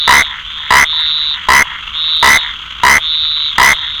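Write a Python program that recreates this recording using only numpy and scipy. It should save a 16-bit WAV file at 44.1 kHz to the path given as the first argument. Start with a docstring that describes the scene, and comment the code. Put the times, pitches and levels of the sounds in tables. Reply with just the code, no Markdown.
"""On wet ground at night, a frog croaks six times right under the microphone and overloads it.
Each croak is a quick run of double pulses that ring its throat and vocal sac (its air pouch).
Other frogs trill nearby with fast, even pulses, and wet grass snaps.
Farther frogs croak, tick and rattle over the hiss of a distant chorus and a low rumble."""
import sys
import numpy as np
from scipy import signal
from scipy.fft import rfft, irfft, next_fast_len
from scipy.io import wavfile
from scipy.ndimage import map_coordinates

SR = 44100
rng = np.random.default_rng(int(sys.argv[2]) if len(sys.argv) > 2 else 0)


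def log_audio(samples):
    """Write samples as a 16-bit WAV file to the path given in sys.argv[1]."""
    # one column per channel
    frames = np.atleast_2d(samples).T
    # limit to full scale, then quantise
    limited = np.clip(frames, -1, 1)
    pcm = np.round(limited * 32767).astype(np.int16)
    wavfile.write(sys.argv[1], SR, pcm)


N = 176400
TIME = np.arange(N) / SR


def amp(db):
    """Turn decibels into a factor to multiply by."""
    return 10 ** (np.asarray(db) / 20)


def unit(x):
    """Scale x to an average (rms) strength of 1."""
    return x / np.sqrt(np.mean(x ** 2) + 1e-20)


def add(track, s, x):
    """Mix x into the track at s seconds."""
    i = max(0, round(s * SR))
    track[i:i + len(x)] += x[:max(0, len(track) - i)]


def wobble(rate):
    """A smooth curve through rate random points a second."""
    return map_coordinates(rng.standard_normal(int(N * rate / SR) + 4), [TIME * rate])


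def gain_at(hz, colour):
    """Read the gain at hz from a tone colour: rows of f/Hz, level/dB."""
    f, db = np.transpose(colour)
    return amp(np.interp(np.log(hz + 1), np.log(f), db))


def filtered(x, response):
    """Multiply each frequency in x by response(hz)."""
    size = next_fast_len(N + SR // 2)
    return irfft(rfft(x, size) * response(np.fft.rfftfreq(size, 1 / SR)), size)[:N]


def noise(colour):
    """Noise of strength 1 with the given tone colour."""
    return unit(filtered(rng.standard_normal(N), lambda hz: gain_at(hz, colour)))


def ring(modes, rise_s, swoop=0, swoop_s=.00025):
    """A pulse rings modes: tones that fade 60 dB in t60 seconds. With swoop they slide up to pitch."""
    t = np.arange(SR // 25) / SR
    turn = 2 * np.pi * (t - swoop * swoop_s * (1 - np.exp(-t / swoop_s)))
    tones = sum(amp(db - 60 * t / t60) * np.sin(hz * turn) for hz, db, t60 in modes)
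    return (1 - np.exp(-t / rise_s)) * tones


def night_chorus():
    """Many far frogs blur into a fluttering hiss over a low rumble."""
    # tone colours of the hiss and the rumble: f/Hz, level/dB
    hiss_colour = [(100, -28), (450, -22), (750, -25.5), (1000, -11.5), (1300, -10), (1700, -16.5),
                   (2150, -5), (2450, -10), (3300, 1), (3850, -16), (4400, -27), (5300, -35), (6400, -24.5),
                   (8500, -44), (16000, -52)]
    rumble_colour = [(20, 4), (55, 4), (100, -6.5), (190, -10.5), (300, -19), (500, -44.5)]
    flutter = amp(2.6 * wobble(170) + .27 * wobble(8.19))
    return amp(-27) * flutter * noise(hiss_colour) + amp(-36) * noise(rumble_colour)


def trilling_frogs():
    """Fast, even pulses ring a narrowly tuned sac; more effort lifts loudness and pitch."""
    # trills: start t/s, length/s, level/dB, pulse rate factor, sac f/Hz, fade-out/s
    trills = [(-.28, .66, -14.5, 1.005, 3770, .24), (.41, .5, -25, .985, 3520, .1),
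              (.825, .56, -14, 1.0, 3770, .055), (1.92, .62, -14, 1.012, 3760, .19),
              (2.03, .57, -24, .95, 3600, .14), (2.985, .58, -14.3, 1.0, 3770, .09),
              (3.5, .6, -22, .99, 3590, .1), (3.68, .5, -27, 1.03, 3650, .1)]
    # usual pulse rate during a trill: t/s from its start, rate/Hz
    pulse_rate = [(0, 150), (.06, 155.5), (.13, 157.3), (.26, 153.3), (.41, 151.2), (.52, 149.5),
                  (.66, 147)]
    # how strongly the sac rings: f/Hz from its centre, level/dB
    sac = [(-1100, -52.5), (-620, -15), (-420, -15.5), (-250, 3), (-7.5, 3), (199, 4), (364, -16.5),
           (538.5, -8.5), (756, -29), (998.5, -34.5), (1294, -63)]
    attack_s, tiring_db_per_s, sag_hz, sweep_s_per_hz = .071, 8, 423, 1.4e-6
    harmonics = np.arange(16, 34)[:, None]  # whole multiples of the pulse rate
    out = np.zeros(N)
    for start, length, db, pace, hz, release in trills:
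        on = (TIME > start) & (TIME < start + length)
        t = TIME[on] - start
        effort = (1 - np.exp(-t / attack_s)) * np.minimum((length - t) / release, 1)
        rate = pace * np.interp(t, *np.transpose(pulse_rate)) * (1 + .003 * wobble(90)[on])
        off_centre = harmonics * rate - hz + sag_hz * (1 - effort)
        gains = amp(np.interp(off_centre, *np.transpose(sac)))
        sweep = np.pi * sweep_s_per_hz * off_centre ** 2  # each pulse falls in pitch
        phase = 2 * np.pi * harmonics * np.cumsum(rate) / SR + sweep
        pulses = unit(np.sum(gains * np.cos(phase), axis=0))
        level_db = db - tiring_db_per_s * (t - length / 2) + .3 * wobble(89)[on]
        out[on] += amp(level_db) * effort * pulses
    return out


def croak(hiss, count, spacing, last_db):
    """Double pulses speed up and ring the throat; its low tone fades as a rising upper one takes over."""
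    # throat tones over a croak: start f/Hz, end f/Hz, start, middle and end level/dB, t60/s
    throat = [(995.7, 995, -2.5, -10, -27, .027), (1320, 1430, -10, -10, -26, 0.011),
              (1959, 2084.5, 0, 6, 3.5, 0.012), (2760, 5100, -19.5, -14.5, -38.5, 0.0068)]
    # second strike of a pulse against the first: level/dB at the croak's start, middle and end
    second_db = (-6, 5.5, -2.5)
    gap_s, second_delay_s, push_s, hiss_fade_s = .0139, .0045, .0029, .0094

    def glide(values, pulse):
        """Move through the values over the first ten pulses."""
        return np.interp(min(pulse / 9, 1), np.linspace(0, 1, len(values)), values)

    out, s = np.zeros(SR // 4), 0
    t = np.arange(SR // 25) / SR
    sac_push = amp(-26) * t / push_s * np.exp(1 - t / push_s)  # the sac jerks outward at each pulse
    for k in range(count):
        size = amp(last_db if k == count - 1 else 0)
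        strikes = [(0, 0), (second_delay_s * (1 + .056 * rng.normal()), glide(second_db, k))]
        for delay, db in strikes[:1 if k == 10 else 2]:  # an eleventh pulse strikes only once
            modes = []
            for start_hz, end_hz, *levels, t60 in throat:
                hz = glide((start_hz, end_hz), k) * (1 + .006 * rng.normal())
                modes.append((hz, glide(levels, k) + 1.92 * rng.normal(), t60))
            rasp = amp(-33 - 60 * t / .04) * hiss[rng.integers(N // 2):][:len(t)]
            add(out, s + delay, size * amp(db) * (rasp - ring(modes, rise_s=.0004, swoop=.45)))
        add(out, s, -size * sac_push)
        s += spacing * (gap_s + .002 * np.exp(-k / 3.5))  # the first gaps are longer
    # a faint hiss fills the gaps between the pulses, then fades
    fade = np.exp(-np.maximum(np.arange(len(out)) / SR - s + gap_s, 0) / hiss_fade_s)
    gap_hiss = amp(-33) * fade * hiss[rng.integers(N // 2):][:len(out)]
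    return out + gap_hiss


def croaking_frogs():
    """Two tracks: the near frog, and those that answer it, dulled by the grass."""
    # near croaks: t/s, pulse count, pulse spacing factor, level/dB, change on the last pulse/dB
    croaks = [(.0768, 11, 0.98, 15, -11.5), (0.7061, 10, 0.99, 14.5, -5.5), (1.4864, 10, 1.005, 15.5, -4),
              (2.2272, 11, .985, 16.5, -7.5), (2.8344, 11, .995, 15, -9), (3.582, 11, 1.012, 15.5, -10)]
    # answering croaks: t/s, level/dB
    answers = [(.265, -14.5), (0.586, -19), (.93, -15.5), (1.122, -26), (1.31, -19.5), (1.654, -14.5),
               (1.999, -28.5), (2.383, -15), (3.081, -46), (3.768, -17.5)]
    # tone colours of a croak's rasp and of the path through the grass: f/Hz, level/dB
    rasp_colour = [(100, -32), (700, 10), (2500, -8), (5000, -16.5), (10000, -13), (16000, -27)]
    through_grass = [(300, -34.5), (700, -10), (1000, -0.5), (1400, 1.5), (2100, -3.5), (3000, -7),
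                     (5000, -29)]
    near, far, hiss = np.zeros(N), np.zeros(N), noise(rasp_colour)
    for s, count, spacing, db, last_db in croaks:
        add(near, s, amp(db) * croak(hiss, round(count), spacing, last_db))
    for s, db in answers:
        add(far, s, amp(db) * croak(hiss, count=11, spacing=1, last_db=-2))
    return near, filtered(far, lambda hz: gain_at(hz, through_grass))


def clicks(bouts, modes, rate_hz, rise_s, detune):
    """Runs of evenly spaced ringing clicks, each a little different in pitch and level."""
    out = np.zeros(N)
    for start, end, db in bouts:
        for k, chance in enumerate(rng.standard_normal((40, len(modes) + 1))):
            s = start + k / rate_hz
            if s < end:
                pitch = 1 + detune * chance[-1]
                click = [(hz * pitch, level + .83 * c, t60) for (hz, level, t60), c in zip(modes, chance)]
                add(out, s, amp(db) * ring(click, rise_s))
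    return out


def ticking_frog():
    """A small frog ticks with quick, high clicks."""
    # runs of ticks: start t/s, end t/s, level/dB
    bouts = [(.2, .36, -21), (.45, .7, -27), (1.01, 1.3, -25.5), (1.39, 1.96, -26), (2.408, 2.62, -17.5),
             (2.712, 3.32, -30), (3.425, 3.87, -15)]
    # tones in a tick: f/Hz, level/dB, t60/s
    modes = [(3302, 14.5, 0.009), (6320, -10.5, 0.01)]
    return clicks(bouts, modes, rate_hz=38.3, rise_s=.0015, detune=.012)


def rattling_frog():
    """Another frog rattles with slower, lower clicks."""
    # rattles: start t/s, end t/s, level/dB
    bouts = [(.42, .56, -33), (1.02, 1.47, -24), (1.67, 2.2, -19.5), (2.557, 2.82, -22), (3.02, 3.58, -37)]
    # tones in a click: f/Hz, level/dB, t60/s
    modes = [(1183, 4.5, 0.0077), (1480, -7.5, 0.0043), (2783, 4.5, 0.023)]
    return clicks(bouts, modes, rate_hz=24.2, rise_s=.0008, detune=.02)


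def grass_snaps(t60_s=.008):
    """Wet grass snaps in tiny bursts of bright noise."""
    # snaps: t/s, level/dB
    snaps = [(.965, -43), (1.002, -29.5), (2.166, -27), (2.2, -28.5), (2.213, -34)]
    # their tone colour: f/Hz, level/dB
    colour = [(1000, -19), (4000, -6.5), (9000, 2.5), (16000, -7)]
    bursts = sum((TIME > s) * amp(db - 60 * np.abs(TIME - s) / t60_s) for s, db in snaps)
    return bursts * noise(colour)


def grass_echo(x, t60_s=.11):
    """Sound scatters off the grass and the ground, leaving a short tail."""
    t = np.arange(SR // 2) / SR
    tail = rng.standard_normal(len(t)) * amp(-60 * t / t60_s) * (t > .002)
    return signal.fftconvolve(x, tail / np.linalg.norm(tail))[:N]


def scene():
    """Mix it all; the farther the frog, the more of its sound comes scattered through the grass."""
    near, answers = croaking_frogs()
    trills = trilling_frogs()
    far = answers + ticking_frog() + rattling_frog()
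    echo = grass_echo(amp(-33) * near + amp(-16) * trills + amp(-12) * far)
    return (near + trills + far + echo + grass_snaps() + night_chorus())[None]


def record(dry):
    """Overload flattens the loud peaks; the recorder then colours the tone and trims lows and highs."""
    # the recorder's tone colour: f/Hz, level/dB
    colour = [(60, -1), (250, -3), (500, -6.5), (780, -5.5), (1000, -0.5), (1500, 5.5), (2100, -3.5),
              (3700, 0.5), (6200, -3.5), (8000, -3), (10200, -5), (16000, -3)]
    hardness, low_cut_hz, top_hz = 18, 33, 17000
    x = dry[0]
    ceiling = np.where(x > 0, .72, .86)  # upward swings flatten sooner than downward ones
    flattened = x / (1 + np.abs(x / ceiling) ** hardness) ** (1 / hardness)
    low_cut = lambda hz: 1j * hz / (low_cut_hz + 1j * hz)
    return filtered(flattened, lambda hz: gain_at(hz, colour) * low_cut(hz) * (hz < top_hz))[None]


dry = scene()
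out = record(dry)
log_audio(out)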